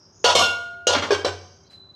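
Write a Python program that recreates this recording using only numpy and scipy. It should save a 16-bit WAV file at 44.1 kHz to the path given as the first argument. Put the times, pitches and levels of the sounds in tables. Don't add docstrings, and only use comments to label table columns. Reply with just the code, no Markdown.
import sys
import numpy as np
from scipy import signal
from scipy.fft import rfft, irfft
from scipy.io import wavfile
from scipy.ndimage import uniform_filter1d

SR = 44100
rng = np.random.default_rng(int(sys.argv[2]) if len(sys.argv) > 2 else 0)


def to_linear_factor(level_db):
    exponent = np.asarray(level_db, float) / 20
    return 10 ** exponent


def inscribe(sig):
    pcm = np.round(np.clip(np.atleast_2d(sig).T, -1, 1) * 32767)
    wavfile.write(sys.argv[1], SR, pcm.astype(np.int16))


N = 85995

# start in seconds, rattle level in dB, rattle hold and 60 dB fade in seconds.
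LID_BLOWS = [
    (0.2419, -17.5, 0.077, 0.14),
    (0.8686, -21, 0.074, 0.075),
]
# start in seconds, rattle in dB, hold and 60 dB fade in seconds.
CROWN_BLOWS = [
    (0.35, -16, 0.037, 0.29),
    (0.393, -21, 0.054, 0.23),
]
# start in seconds, rattle in dB, hold and 60 dB fade in seconds.
SETTLES = [
    (0.948, -21, .03, 0.13),
    (1.0215, -24.5, .01, 0.3),
]
# start in seconds, rattle in dB, hold and 60 dB fade in seconds.
TRAY_BLOWS = [
    (1.106, -21.5, 0.038, 0.11),
    (1.174, -33.5, 0.018, 0.16),
    (1.2461, -21.5, 0.0095, 0.22),
]
LID_HZ = [689, 974, 1428, 2212, 2776, 2870, 3135, 3409, 3550, 4156, 4962, 5504, 5805, 6598]
WALL_HZ = [230, 170, 482, 565, 3878, 4400, 4657, 6095, 7440, 8135, 8872, 9575, 10265]
TRAY_HZ = [392, 480, 775, 1025, 1085, 1529, 1615, 2272, 2471, 3136, 3650, 3994, 4580]


def evened(x):
    return x / np.sqrt(np.mean(x ** 2) + 1e-20)


def read(points, hz):
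    f, value = np.transpose(points)
    return np.interp(np.log(hz + 1), np.log(f + 1), value)


def add(mix, s, sound):
    part = mix[round(s * SR):][:len(sound)]
    part += sound[:len(part)]


def decay(t, t60):
    return to_linear_factor(-60 * np.maximum(t, 0) / t60)


def onset(t, rise):
    return np.sin(np.pi / 2 * np.clip(t / rise, 0, 1)) ** 2


def slow(length):
    smooth = uniform_filter1d(rng.standard_normal(length), size=600)
    return evened(uniform_filter1d(smooth, size=600))


def wobble(length, db):
    return to_linear_factor(db * slow(length))


def shaped(gain):
    return evened(irfft(rfft(rng.standard_normal(N)) * gain, N))


def ring(modes, t, drift=0):
    out = 0
    for hz, t60, db in modes:
        wave = np.sin(2 * np.pi * (hz * t + drift + rng.random()))
        out = out + to_linear_factor(db) * np.sqrt(2) * decay(t, t60) * wave
    return out


def sheet(colour, clear_hz, count=500):
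    clear_db, clear_t60, crowd_t60, spread_db = 11, 0.037, 0.086, 3.5
    t = np.arange(6000) / SR
    hz = np.geomspace(120, 15800, count) * rng.uniform(.99, 1.01, count)
    scatter_db = spread_db * rng.standard_normal(count) * np.minimum(hz / 3000, 1)
    size = to_linear_factor(read(colour, hz) + scatter_db) * np.sqrt(hz) * rng.choice([-1, 1], count)
    crowd = size @ np.sin(2 * np.pi * hz[:, None] * t) * decay(t, crowd_t60)
    clear = [(f, clear_t60, clear_db + read(colour, f) + 10 * np.log10(f)) for f in clear_hz if f > 900]
    out = (crowd + ring(clear, t)) * onset(t, 0.00034)
    return out / np.linalg.norm(out)


def clatter(blows, colour, clear_hz, crack_db):
    ticks_per_s, tick_spread_db, crack_t60 = 2500, 5.5, 0.012
    ticks, t = np.zeros(N), np.arange(SR // 2) / SR
    for s, db, hold, fade in blows:
        chance, side, size = rng.random((3, len(t)))
        shower = (chance < ticks_per_s / SR) * np.sign(side - .5)
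        shower = shower * to_linear_factor(-tick_spread_db * np.log(size + 0.026))
        strength = decay(t - hold, fade) + to_linear_factor(crack_db) * decay(t, crack_t60)
        add(ticks, s, to_linear_factor(db) * evened(shower) * strength)
    return signal.oaconvolve(ticks, sheet(colour, clear_hz))[:N]


def lid_clatter():
    # frequency in Hz, level in dB per Hz.
    rim_colour = [(150, -34.5), (480, -0.5), (1000, 1), (1750, -11), (2300, -26), (2750, -6.5), (6000, -12),
                  (15500, -59.5)]
    # frequency in Hz, level in dB per Hz.
    crown_colour = [(150, -33.5), (300, -18.5), (500, -3), (1000, -1.5), (2000, -19.5), (3200, -7),
                    (6000, -12), (10000, -30.5), (15500, -45.5)]
    # frequency in Hz, level in dB per Hz.
    settle_colour = [(71, -46), (120, -19), (221, -15), (432, -2), (1300, -7.5), (1460, -7.5), (2590, -15),
                     (4860, -15.5), (15500, -62)]
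    rim = clatter(LID_BLOWS, rim_colour, LID_HZ + WALL_HZ, crack_db=14.5)
    crown = clatter(CROWN_BLOWS, crown_colour, LID_HZ, crack_db=0)
    return rim + crown + clatter(SETTLES, settle_colour, LID_HZ[4::2], crack_db=-1)


def lid_ring():
    # t60 in seconds, level in dB on the rim,
    # the crown, letting go, the rim again.
    lid_modes = [(2.5, -35.5, -54.5, -40, -34), (0.53, -24, -28, -58.5, -54), (1.21, -24.5, -49, -20, -27),
                 (0.59, -39, -25.5, -36.5, -58), (0.36, -45, -36, -16.5, -50.5),
                 (0.62, -24, -29, -30, -21.5), (0.31, -22, -38.5, -43, -30.5), (0.38, -54, -44.5, -26, -41),
                 (0.45, -38.5, -35, -27.5, -42.5), (0.6, -37.5, -27, -31, -32),
                 (0.1, -33, -26.5, -46.5, -21), (0.47, -45, -51.5, -52.5, -44.5),
                 (0.071, -20.5, -18, -41.5, -14.5), (0.13, -39, -28, -46.5, -18.5),
                 (0.36, -42.5, -56.5, -36.5, -57), (0.3, -51.5, -55.5, -54.5, -69),
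                  (0.62, -28, -31.5, -42.5, -25.5), (0.54, -26.5, -41.5, -42.5, -23),
                  (.15, -22.5, -38, -49.5, -24.5), (0.78, -23.5, -57, -50.5, -29.5),
                  (.27, -35, -46, -53.5, -50.5), (0.15, -45, -39.5, -58, -30.5),
                  (0.19, -46, -29.5, -48.5, -30), (0.41, -53, -39.5, -64.5, -51),
                  (0.33, -55.5, -42.5, -60, -44.5), (0.49, -52.5, -65, -66, -52.5),
                  (.25, -60, -45.5, -67, -46.5)]
    # start in seconds, rise in seconds, choked at seconds.
    rings = [
        (.243, 0.0068, 0.31),
        (.352, 0.0018, .868),
        (.405, .03, .868),
        (.869, .003, .948),
    ]
    choke_t60, wobble_db, drift_turns = .11, 2, .07
    steady_hz = LID_HZ[:3:2]
    out, t = np.zeros(N), np.arange(3 * SR // 4) / SR
    for k, (s, rise, choke) in enumerate(rings):
        for hz, m in zip(LID_HZ + WALL_HZ, lid_modes):
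            shape = onset(t, rise) * decay(t + s - choke, choke_t60)
            shape = shape * wobble(len(t), wobble_db * (m[0] < .8))
            drift = drift_turns * (hz not in steady_hz) * slow(len(t))
            add(out, s, shape * ring([(hz, m[0], m[1 + k])], t, drift))
    return out


def tray_clatter():
    # frequency in Hz, level in dB per Hz.
    tray_colour = [(150, -41), (260, -11), (420, -3.5), (1500, -15.5), (2000, -24.5), (2500, -19),
                   (5500, -20.5), (15500, -65.5)]
    return clatter(TRAY_BLOWS, tray_colour, TRAY_HZ[:7], crack_db=6)


def tray_ring():
    # t60 in seconds, level in dB at the first knock, at the second knock.
    tray_modes = [(0.19, -18, -32), (0.045, -60, -40), (0.35, -37, -41.5), (0.096, -37, -31),
                  (0.21, -26, -31), (0.32, -28.5, -32.5), (0.35, -25, -64), (0.32, -34, -39),
                  (0.083, -28, -57), (0.5, -33.5, -54), (0.3, -37, -53), (0.1, -48, -31), (0.35, -63, -48)]
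    wobble_db, drift_turns = 4, .2
    out, t = np.zeros(N), np.arange(SR // 2) / SR
    for k, blow in enumerate(TRAY_BLOWS[::2]):
        for hz, m in zip(TRAY_HZ, tray_modes):
            shape = onset(t, 0.0025) * wobble(len(t), wobble_db)
            add(out, blow[0], shape * ring([(hz, m[0], m[1 + k])], t, drift_turns * slow(len(t))))
    return out


def thumps():
    # start in seconds, pitch in Hz, level in dB, t60 in seconds.
    air_thumps = [(0.2432, 485, -2, 0.03), (0.353, 510, -5, 0.035), (.869, 510, -3, 0.04),
                  (1.2465, 495, -4, 0.035), (.950, 640, -5, 0.019), (.261, 700, -9, 0.03),
                  (.285, 750, -13, .03), (.304, 950, -14, .03), (.41, 500, -15, .04),
                  (0.887, 520, -8, 0.024), (.906, 490, -11, .03), (0.963, 300.5, -26, 0.12),
                  (1.022, 433, -19, .03), (1.086, 520, -22, .03), (1.1052, 442, -2, 0.026),
                  (1.122, 421, -7, 0.033), (1.136, 450, -13, .03), (1.264, 465, -10, 0.025)]
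    out, t = np.zeros(N), np.arange(SR // 4) / SR
    for s, hz, db, t60 in air_thumps:
        shape = np.minimum(t / 0.0026, 1) * decay(t, t60)
        add(out, s, to_linear_factor(db) * shape * np.sin(2 * np.pi * hz * t))
    return out


def boom():
    boom_db = [-37.5, -35.5, -34.5, -32.5, -41, -34.5, -40, -33]
    boom_hz, boom_t60, rise_s = 91.9, 0.79, 0.045
    out, t = np.zeros(N), np.arange(SR) / SR
    starts = sorted(b[0] for b in LID_BLOWS + CROWN_BLOWS[:1] + SETTLES + TRAY_BLOWS)
    for s, stop, db in zip(starts, starts[1:] + [9], boom_db):
        shape = np.minimum(t / rise_s, 1) * decay(t + s - stop, 0.12)
        add(out, s, shape * ring([(boom_hz, boom_t60, db)], t))
    return out


def room(x):
    # frequency in Hz, t60 in seconds.
    room_t60 = [(150, 0.67), (500, 0.56), (2000, 0.64), (6000, 0.56), (14000, 0.5)]
    taps = np.zeros(SR)
    at = np.arange(200, SR - 20, 20)
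    taps[at + rng.integers(0, 20, len(at))] = rng.choice([-1., 1.], len(at))
    hz, t, z = signal.stft(taps, SR, nperseg=256)
    fade = to_linear_factor(-60 * t / read(room_t60, hz)[:, None])
    tail = signal.istft(z * fade, SR, nperseg=256)[1]
    return signal.fftconvolve(x, tail / np.linalg.norm(tail))[:N]


def whistle():
    # time in seconds, level in dB.
    note_level = [(1.697, -53), (1.714, -52.5), (1.786, -49.5), (1.814, -43.5), (1.85, -53.5),
                  (1.95, -51.5)]
    pitch_hz, sag_hz_per_s, spread_hz, clean = 4035, 170, 90, .75
    t, (s, db) = np.arange(N) / SR, np.transpose(note_level)
    f = np.fft.rfftfreq(N, 1 / SR)
    turn = np.exp(2j * np.pi * np.cumsum(pitch_hz - sag_hz_per_s * (t - s[0])) / SR)
    band = 1 / (1 + (2 * f / spread_hz) ** 4)
    blur = (shaped(band) + 1j * shaped(band)) / np.sqrt(2)
    note = np.sqrt(2) * (turn * (clean + np.sqrt(1 - clean ** 2) * blur)).real
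    return to_linear_factor(np.interp(t, s, db)) * np.clip((t - s[0]) / 0.0056, 0, 1) * note


def birds():
    # start in seconds, length in seconds, pitch in Hz, spread in Hz, level in dB.
    chirps = [(-.05, .33, 5320, 1000, -52), (.145, .14, 6850, 260, -65), (1.25, .46, 5550, 1950, -49),
              (1.6, .15, 3150, 50, -74), (1.36, .24, 4650, 160, -65), (1.635, .09, 4020, 150, -68),
              (1.66, .13, 4600, 1200, -62), (1.61, .08, 2200, 70, -75), (-.05, .3, 6250, 700, -72),
              (.12, .15, 6200, 900, -63), (.195, .08, 6700, 300, -59), (.19, .08, 5350, 120, -62)]
    chirp_sag = [-40, 90, -32, 5, -8, 5, -28, -9, 5, 16, 40, 5]
    chirp_glide = [0, -2200, 0, 0, 0, 0, 0, 0, 0, 0, -14000, -3000]
    fade_s, flutter_db = .04, 1.6
    hz, t = np.fft.rfftfreq(N, 1 / SR), np.arange(N) / SR
    out = np.zeros(N)
    for (s, length, pitch_hz, spread_hz, db), sag_db, glide in zip(chirps, chirp_sag, chirp_glide):
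        gate = np.clip(np.minimum(4 * (t - s), s + length - t) / fade_s, 0, 1) * to_linear_factor(sag_db * (t - s))
        flutter = evened(uniform_filter1d(rng.standard_normal(N), 400))
        band = 1 / (1 + (2 * hz / spread_hz) ** 10)
        turn = 2 * np.pi * (pitch_hz + glide * (t - s) / 2) * (t - s)
        chirp = shaped(band) * np.cos(turn) + shaped(band) * np.cos(turn + np.pi / 2)
        out += to_linear_factor(db + flutter_db * flutter) * gate * chirp
    return out


def rustle():
    start_s, length_s, level_db, dull_hz = 1.697, 0.021, -58.5, 6400
    hz, t = np.fft.rfftfreq(N, 1 / SR), np.arange(N) / SR
    swell = np.maximum(t - start_s, 0) / length_s
    swell = swell * np.exp(1 - swell ** 0.91)
    tone = 1 / (1 + (hz / dull_hz) ** 2) / (1 + (hz / 11000) ** 4)
    return to_linear_factor(level_db) * swell * shaped(tone)


def hush():
    # frequency in Hz, level in dB per Hz.
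    hush_colour = [(50, -1), (100, 1.5), (380, -10.5), (700, -13), (1500, -18.5), (1900, -30), (6500, -34),
                   (9500, -53)]
    hum_hz, hum_spread_hz = 384.8, 6.7
    hz = np.fft.rfftfreq(N, 1 / SR)
    hum = shaped(1 / (1 + (2 * (hz - hum_hz) / hum_spread_hz) ** 2))
    return to_linear_factor(-56) * shaped(to_linear_factor(read(hush_colour, hz))) + to_linear_factor(-64) * hum


def scene():
    knocks = lid_clatter() + tray_clatter() + thumps()
    rings = lid_ring() + tray_ring()
    echoes = room(to_linear_factor(-12.5) * knocks + to_linear_factor(-14) * rings)
    outside = whistle() + birds() + rustle() + hush()
    return (knocks + rings + echoes + boom() + outside)[None]


def top_cut(x):
    return signal.sosfilt(signal.butter(12, 16270, fs=SR, output="sos"), x)


def record(dry):
    low_cut_hz, limit, edge_hz = 69, 0.8, 15900
    cut = signal.sosfilt(signal.butter(4, low_cut_hz, "high", fs=SR, output="sos"), dry)
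    limited = limit * np.tanh(cut / limit)
    top = signal.firwin(255, edge_hz, window=("kaiser", 9), fs=SR)
    return top_cut(signal.oaconvolve(limited, top[None], "same"))


dry = scene()
out = record(dry)
inscribe(out)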